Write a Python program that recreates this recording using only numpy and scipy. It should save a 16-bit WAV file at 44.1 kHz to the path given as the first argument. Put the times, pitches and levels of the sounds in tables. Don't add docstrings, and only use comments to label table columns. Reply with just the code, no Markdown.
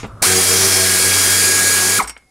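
import sys
import numpy as np
from scipy import signal
from scipy.fft import rfft, irfft, next_fast_len
from scipy.io import wavfile
from scipy.ndimage import uniform_filter1d, map_coordinates

SR = 44100
rng = np.random.default_rng(int(sys.argv[2]) if len(sys.argv) > 2 else 0)


def nominal_scale(level):
    x = np.asarray(level, float) / 20
    return 10 ** x


def wav_record(signal):
    frames = np.transpose(np.atleast_2d(signal))
    bounded = np.clip(frames, -1, 1)
    quanta = np.round(bounded * 32767).astype(np.int16)
    wavfile.write(sys.argv[1], SR, quanta)


N = 101429
T = np.arange(N) / SR

# frequency in Hz, density in dB per Hz.
SHOP_SPECTRUM = [(20, -16), (110, -6.5), (200, -20.5), (800, -27.5), (1300, -20), (1550, -29), (1900, -41),
                 (15000, -64)]
# frequency in Hz, density in dB per Hz.
LATE_SPECTRUM = [(30, -7), (300, -7), (900, -16), (2000, -19), (3100, -24.5), (9900, -18), (11500, -25),
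                 (15500, -49.5)]
# frequency in Hz, level in dB, flutter in dB.
MACHINE_HUM = [(108, -39.5, 2), (11800, -74, 2), (9560, -72, 4)]
# start in seconds, frequency in Hz, level in dB.
FAR_RING = (2.25, 740, -65)
# start in seconds, frequency in Hz, level in dB, t60 in seconds.
BAR_RING = (2.0, 2153, -43, .9)
# frequency in Hz, t60 in seconds.
ROOM_T60 = [(200, 0.23), (2000, 0.29), (10000, 0.068)]

KNOCK_S = [.0305, .042, .05, .078, .2175, .2255, 1.985, 2.005, 2.03]
# level in dB, frequency in Hz, t60 in seconds, scrape in dB.
KNOCKS = [(-26, 460, 0.054, 4.5), (-21, 210, 0.094, -7), (-24.5, 320, 0.045, -8.5), (-32, 58, .15, -34),
          (-16, 120, 0.041, -14), (-12.5, 2250, 0.024, 4), (-28.5, 203, 0.081, 3), (-29, 430, 0.17, -1),
          (-33, 57, 0.4, -19)]
# frequency in Hz, density in dB per Hz.
SCRAPE_SPECTRUM = [(80, -22), (250, 6.5), (600, 0.5), (1500, -11), (3500, -13), (5000, -26), (12000, -45),
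                   (16000, -96.5)]
# frequency in Hz, density in dB per Hz.
PUFF_SPECTRUM = [(470, -43.5), (800, -8), (1140, -25.5), (1570, -1), (9100, -9.5), (16000, -40)]

# frequency in Hz, width in Hz,
# level in dB, time of the peak in seconds, duration in seconds.
SINGING_MODES = [(464, 21, -33, 0.39, .35), (635, 40, -35.5, 0.54, 0.18), (768, 28, -34, 0.4, 0.092),
                 (1545, 150, -29.5, .3, .08), (2316, 37, -36.5, 0.55, 0.13), (2276, 50, -36, 1.8, 0.51),
                 (4360, 40, -32, 0.88, 0.16), (5168, 40, -26.5, 0.77, 0.16), (5565, 40, -33.5, 0.78, 0.48),
                 (5740, 670, -23.5, 0.64, 0.14), (5980, 35, -38, 1.3, 0.42), (6800, 48, -27.5, 1.7, 0.41),
                 (7460, 90, -37.5, 0.49, 0.17), (9400, 60, -30, 1.05, .2)]
# start in seconds, peak in dB, lower edge in Hz, t60 in seconds.
TICKS = [
    (.068, -46, 6000, 0.044),
    (2.074, -27, 4500, .012),
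    (2.0955, -27, 2600, .012),
    (2.176, -54.5, 5000, .015),
    (.2245, -17, 1500, 0.017),
]
# start in seconds, peak in dB, brightness of the high modes in dB,
# t60 in seconds.
CLINKS = [
    (2.024, -27.5, 11, 0.11),
    (2.044, -18.5, -16, 0.068),
    (2.074, -24, 3, 0.12),
    (2.079, -27.5, 6, 0.058),
    (2.0948, -17.5, -1, 0.069),
    (2.165, -26.5, -27, 0.062),
    (2.175, -36.5, -3.5, 0.057),
    (2.222, -46, -16, 0.055),
]
# frequency in Hz, level in dB, share of the t60 (ratio).
SOCKET_MODES = [(900, -4, .4), (1450, -1, .5), (2250, -1, .8), (3052, -8, .7), (4780, -6, .7),
                (5566, -3, 1.7), (6907, -7, .6), (8156, 1, .7), (8899, 0, .7), (10880, -15, .5),
                (13290, -15, .4)]

# time in seconds, flow in dB.
AIR_FLOW = [
    (0.226, -8),
    (0.288, -13.5),
    (0.602, -13),
    (0.758, -14),
    (1.298, -13.5),
    (1.987, -14.5),
]
# frequency in Hz, density in dB per Hz.
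JET_SPECTRUM = [(30, -24), (100, -13), (250, -11.5), (450, -10), (900, -12), (3200, -8.5), (9700, -1.5),
                (15700, -12.5)]
# frequency in Hz, width in Hz, level over the jet in dB.
HOUSING_MODES = [(416, 98, 8.5), (1574, 890, 9), (2277, 165, 10.5), (4380, 660, 5), (4920, 160, -2),
                 (5280, 900, 2), (5980, 150, 5), (6650, 66, 7), (7280, 620, 3.5), (8400, 470, 1.5),
                 (9070, 250, 2.5), (9800, 380, 2), (10350, 1300, 1.5)]
# time in seconds, vane rate in Hz, whine level in dB.
MOTOR = [(.218, 500, -36), (.24, 1030, -27), (.268, 1620, -26), (.29, 1625, -35), (.6, 1622, -37),
         (.78, 1634, -27), (1.06, 1644, -26), (1.3, 1639, -26), (1.45, 1646, -23.5), (1.7, 1650, -23.5),
         (1.984, 1650, -25.5), (1.988, 1500, -30), (1.9925, 1330, -12), (1.998, 1200, -20),
         (2.0045, 1030, -11), (2.010, 800, -24), (2.025, 740, -27), (2.06, 650, -110)]
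# multiple of vane rate, level in dB, time of the peak in seconds,
# duration in seconds.
WHINE_HARMONICS = [(2, -31.5, 0.253, 0.0194), (2, -30.5, 0.57, 0.5), (2, -32, 1.25, 0.25),
                   (2, -35, 1.87, 0.24), (3, -28.5, 0.5, 0.18), (3, -27, 1.33, 0.26), (3, -31, 1, .15),
                   (4, -32.5, 0.61, .1), (4, -28, 1.5, .22), (5, -27.5, 1.0, .22), (5, -32, 1.75, 0.29),
                   (6, -31, .47, 0.18), (6, -26, 1.3, 0.17), (6, -31, 3.6, 0.2)]
# delay in seconds, level in dB.
ECHOES = [(.0062, -7.5), (0.015, -12)]
# time in seconds, strokes per second, level in dB, panel boom on upper strokes in dB.
PAWL = [(.285, 92, -24.5, 4.5), (.305, 93.5, -27.5, 7), (.4, 94, -32, 9), (.44, 94.6, -29, -8),
        (.51, 94.6, -30.5, -1), (.66, 97, -30.5, 8.5), (.72, 94, -31.5, -4), (.78, 93.5, -32.5, 7),
        (.92, 93.7, -33.5, 8), (.96, 93.5, -37, 5.5), (1.07, 94.5, -30, 2), (1.19, 94, -31, -15),
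        (1.27, 94, -31, -6), (1.42, 94.5, -31.5, -10), (1.5, 94.5, -36, 6.5), (1.78, 94, -35, -3),
        (1.85, 93, -37, 7.5), (1.98, 100, -34, -5)]
# multiple of stroke rate, level in dB, flutter in dB,
# share of the boom (ratio).
STROKE_HARMONICS = [(1, -.5, 1.2, 0.18), (2, -6.5, 2, 0.38), (3, -10.5, 2, 0), (4, 0, 2, 0.77),
                    (5, -11, 3.5, 0.41), (7, -19, 7, 0.91), (8, -16.5, 3.5, 1)]
# centre in seconds, low edge in Hz, high edge in Hz.
SIDE_NOISE = [(.262, 10900, 13200), (.375, 4100, 5200), (.42, 8200, 9700), (.513, 5100, 6300),
              (.513, 8200, 10400), (.513, 13000, 14500), (1.672, 8200, 9700), (1.72, 4100, 5200)]

OPEN_S, SHUT_S = 0.2191, AIR_FLOW[-1][0]
SHUT_DB_PER_S = 993


def unit(x):
    return x / np.sqrt(np.mean(x ** 2) + 1e-20)


def along(points, hz):
    f, v = np.transpose(points)
    return np.interp(np.log(hz + 1), np.log(f + 1), v)


def curves(rows):
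    s, *columns = np.transpose(rows)
    return [np.interp(T, s, column) for column in columns]


def wobble(rate):
    knots = rng.standard_normal(int(N * rate / SR) + 4)
    return map_coordinates(knots, [T * rate])


def filtered(x, response):
    m = next_fast_len(N + SR // 2)
    return irfft(rfft(x, m) * response(np.fft.rfftfreq(m, 1 / SR)), m)[..., :N]


def noise(spectrum, patchy_db=-2.5):
    z = signal.stft(rng.standard_normal(N), nperseg=512)[2]
    field = uniform_filter1d(rng.standard_normal(z.shape), size=7, axis=0)
    field = uniform_filter1d(field, size=12, axis=1)
    x = signal.istft(z * nominal_scale(patchy_db * unit(field)), nperseg=512)[1][:N]
    return unit(filtered(x, lambda hz: nominal_scale(along(spectrum, hz))))


def turns(hz):
    return 2 * np.pi * np.cumsum(hz) / SR


def fade(start, db_per_s):
    return nominal_scale(-db_per_s * np.clip(T - start, 0, None))


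def shop():
    hum = sum(nominal_scale(db + flutter * wobble(25)) * np.sin(2 * np.pi * hz * T) for hz, db, flutter in MACHINE_HUM)
    murmur = nominal_scale(-38 + 1.2 * wobble(30)) * noise(SHOP_SPECTRUM, patchy_db=1.5)
    early = (murmur + hum) * fade(OPEN_S, 400)
    late = nominal_scale(-61) * noise(LATE_SPECTRUM, patchy_db=1.5)
    s, hz, db = FAR_RING
    far = nominal_scale(db + 2 * wobble(30)) * np.clip((T - s) / 0.02, 0, 1)
    far = far * np.sin(turns(hz * (1 + 0.02 * wobble(20))))
    s, hz, db, t60 = BAR_RING
    bar = nominal_scale(db + wobble(30)) * (T > s) * fade(s, 60 / t60) * np.sin(2 * np.pi * hz * T)
    return early + late + far + bar


def room(x):
    hz, t, z = signal.stft(rng.standard_normal(SR // 2), SR, nperseg=256)
    decay = nominal_scale(-60 * t / along(ROOM_T60, hz)[:, None])
    tail = signal.istft(z * decay, SR, nperseg=256)[1]
    delayed = np.pad(x, (500, 0))
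    return signal.fftconvolve(delayed, tail / np.linalg.norm(tail))[:N]


def handling():
    out, scrape = np.zeros(N), noise(SCRAPE_SPECTRUM)
    for s, (db, hz, t60, scrape_db) in zip(KNOCK_S, KNOCKS):
        t = np.clip(T - s, 0, None)
        envelope = nominal_scale(db - 60 * t / t60) * (1 - np.exp(-t / 0.0006))
        out += envelope * (np.sin(2 * np.pi * hz * t) + nominal_scale(scrape_db) * scrape)
    return out + nominal_scale(-35.5) * fade(0, 250) * noise(PUFF_SPECTRUM)


def singing():
    out = np.zeros(N)
    for hz, width, db, s, duration in SINGING_MODES:
        line = filtered(rng.standard_normal(N), lambda f: 1 / (1 + (2 * (f - hz) / width) ** 2))
        out += nominal_scale(db - 4.8 * ((T - s) / duration) ** 2) * unit(line)
    return out * (T > OPEN_S) * fade(SHUT_S, SHUT_DB_PER_S)


def ticks():
    out = np.zeros(N)
    for s, db, low_hz, t60 in TICKS:
        band = lambda f: 1 / (1 + (low_hz / (f + 1)) ** 4 + (f / 14200) ** 20)
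        out += nominal_scale(db) * (T > s) * fade(s, 60 / t60) * filtered(rng.standard_normal(N), band)
    return out


def socket():
    out, t = np.zeros(N + SR), np.arange(SR // 2) / SR
    rise = 1 - np.exp(-t / 0.00063)
    for s, db, bright_db, t60 in CLINKS:
        for hz, level_db, share in SOCKET_MODES:
            rattle = signal.lfilter([0.01], [1, -1.8, 0.81], rng.standard_normal(len(t)))
            rattle *= nominal_scale(4.5 + 14 - 60 * t / t60)
            ring = nominal_scale(rng.normal(0, 3.0) - 60 * t / (t60 * share)) + rattle
            gain = nominal_scale(db - 14 + level_db + bright_db * (hz > 4200))
            out[round(s * SR):][:len(t)] += gain * rise * ring * np.sin(2 * np.pi * hz * t)
    return out[:N]


def valve():
    flow_db, = curves(AIR_FLOW)
    since = np.clip(T - OPEN_S, 0, None)
    opening = np.clip(since / 0.0045, 0, 1) ** 2
    burst = nominal_scale(-4 * np.exp(-since / 0.035))
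    closing = np.maximum(fade(SHUT_S, SHUT_DB_PER_S), nominal_scale(-2.5) * fade(SHUT_S, 421))
    return nominal_scale(flow_db) * opening * burst * closing


def exhaust_jet(vane, stroke):
    def housing(f):
        power = sum(nominal_scale(2 * db) / (1 + (2 * (f - hz) / width) ** 2) for hz, width, db in HOUSING_MODES)
        return np.sqrt(1 + power)

    jet = unit(filtered(noise(JET_SPECTRUM, patchy_db=1.0), housing))
    jet *= (1 + 0.058 * np.sin(vane)) * (1 + 0.026 * np.sin(stroke))
    return jet * valve() * nominal_scale(0.16 * wobble(12.5) + 0.34 * wobble(70.1))


def pawl_drum(stroke, stroke_db, boom_db):
    on = np.clip((T - PAWL[0][0]) / 0.03 + 1, 0, 1)
    on = on * np.clip((PAWL[-1][0] - T) / 0.021 + 1, 0, 1)
    drum = sum(nominal_scale(db + share * boom_db + flutter * wobble(18)) * np.sin(k * stroke + rng.uniform(0, 6.8))
               for k, db, flutter, share in STROKE_HARMONICS)
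    return nominal_scale(stroke_db) * on * drum


def motor_whine(vane, vane_hz, whine_db):
    rough_db = 1.5
    slow = np.clip((1620 - vane_hz) / 200, 0, 1)
    level_db = whine_db + 1.2 * wobble(40.16) + slow * rough_db * wobble(300)
    whine = nominal_scale(level_db) * np.sin(vane) * (T > OPEN_S)
    running = (vane_hz > 900) * (T < MOTOR[10][0])
    for k, db, s, duration in WHINE_HARMONICS:
        level_db = db - 9 * ((T - s) / duration) ** 2 + 2 * wobble(29.8)
        whine += nominal_scale(level_db) * np.sin(k * vane + 0.79 * wobble(40.3)) * running
    chirp = np.exp(-((T - 2.0025) / 0.0045) ** 2)
    whine += nominal_scale(-15.5 + rough_db * wobble(300)) * chirp * np.sin(2 * vane)
    echo = lambda f: sum(nominal_scale(db) * np.exp(-2j * np.pi * f * s) for s, db in ECHOES)
    return whine + filtered(whine * slow, echo)


def ratchet():
    vane_hz, whine_db = curves(MOTOR)
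    stroke_hz, stroke_db, boom_db = curves(PAWL)
    vane = turns(vane_hz * (1 + 0.001 * wobble(30.2)))
    stroke = turns(stroke_hz * (1 + 0.0054 * wobble(15)))
    tones = motor_whine(vane, vane_hz, whine_db) + pawl_drum(stroke, stroke_db, boom_db)
    return exhaust_jet(vane, stroke) + np.sqrt(2) * tones


def scene():
    near = handling() + singing() + ticks() + socket() + ratchet()
    return np.tile(shop() + nominal_scale(-18.5) * room(near) + near, (2, 1))


def band_limit(x):
    return signal.sosfilt(signal.butter(12, 16430, fs=SR, output="sos"), x)


def record(dry):
    x = dry / (1 + np.abs(dry) ** 6) ** (1 / 6)
    x = filtered(x, lambda hz: 1 / (1 + (hz / 15750) ** 200))
    other = np.roll(x[0], -SR // 5)
    for s, low_hz, high_hz in SIDE_NOISE:
        window = np.sqrt(np.cos(np.pi * np.clip((T - s) / 0.05, -0.5, 0.5)).clip(0))
        band = filtered(other * window, lambda hz: (hz > low_hz) & (hz < high_hz))
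        x = x + nominal_scale(-4) * band * [[1], [-1]]
    return band_limit(x)


dry = scene()
out = record(dry)
wav_record(out)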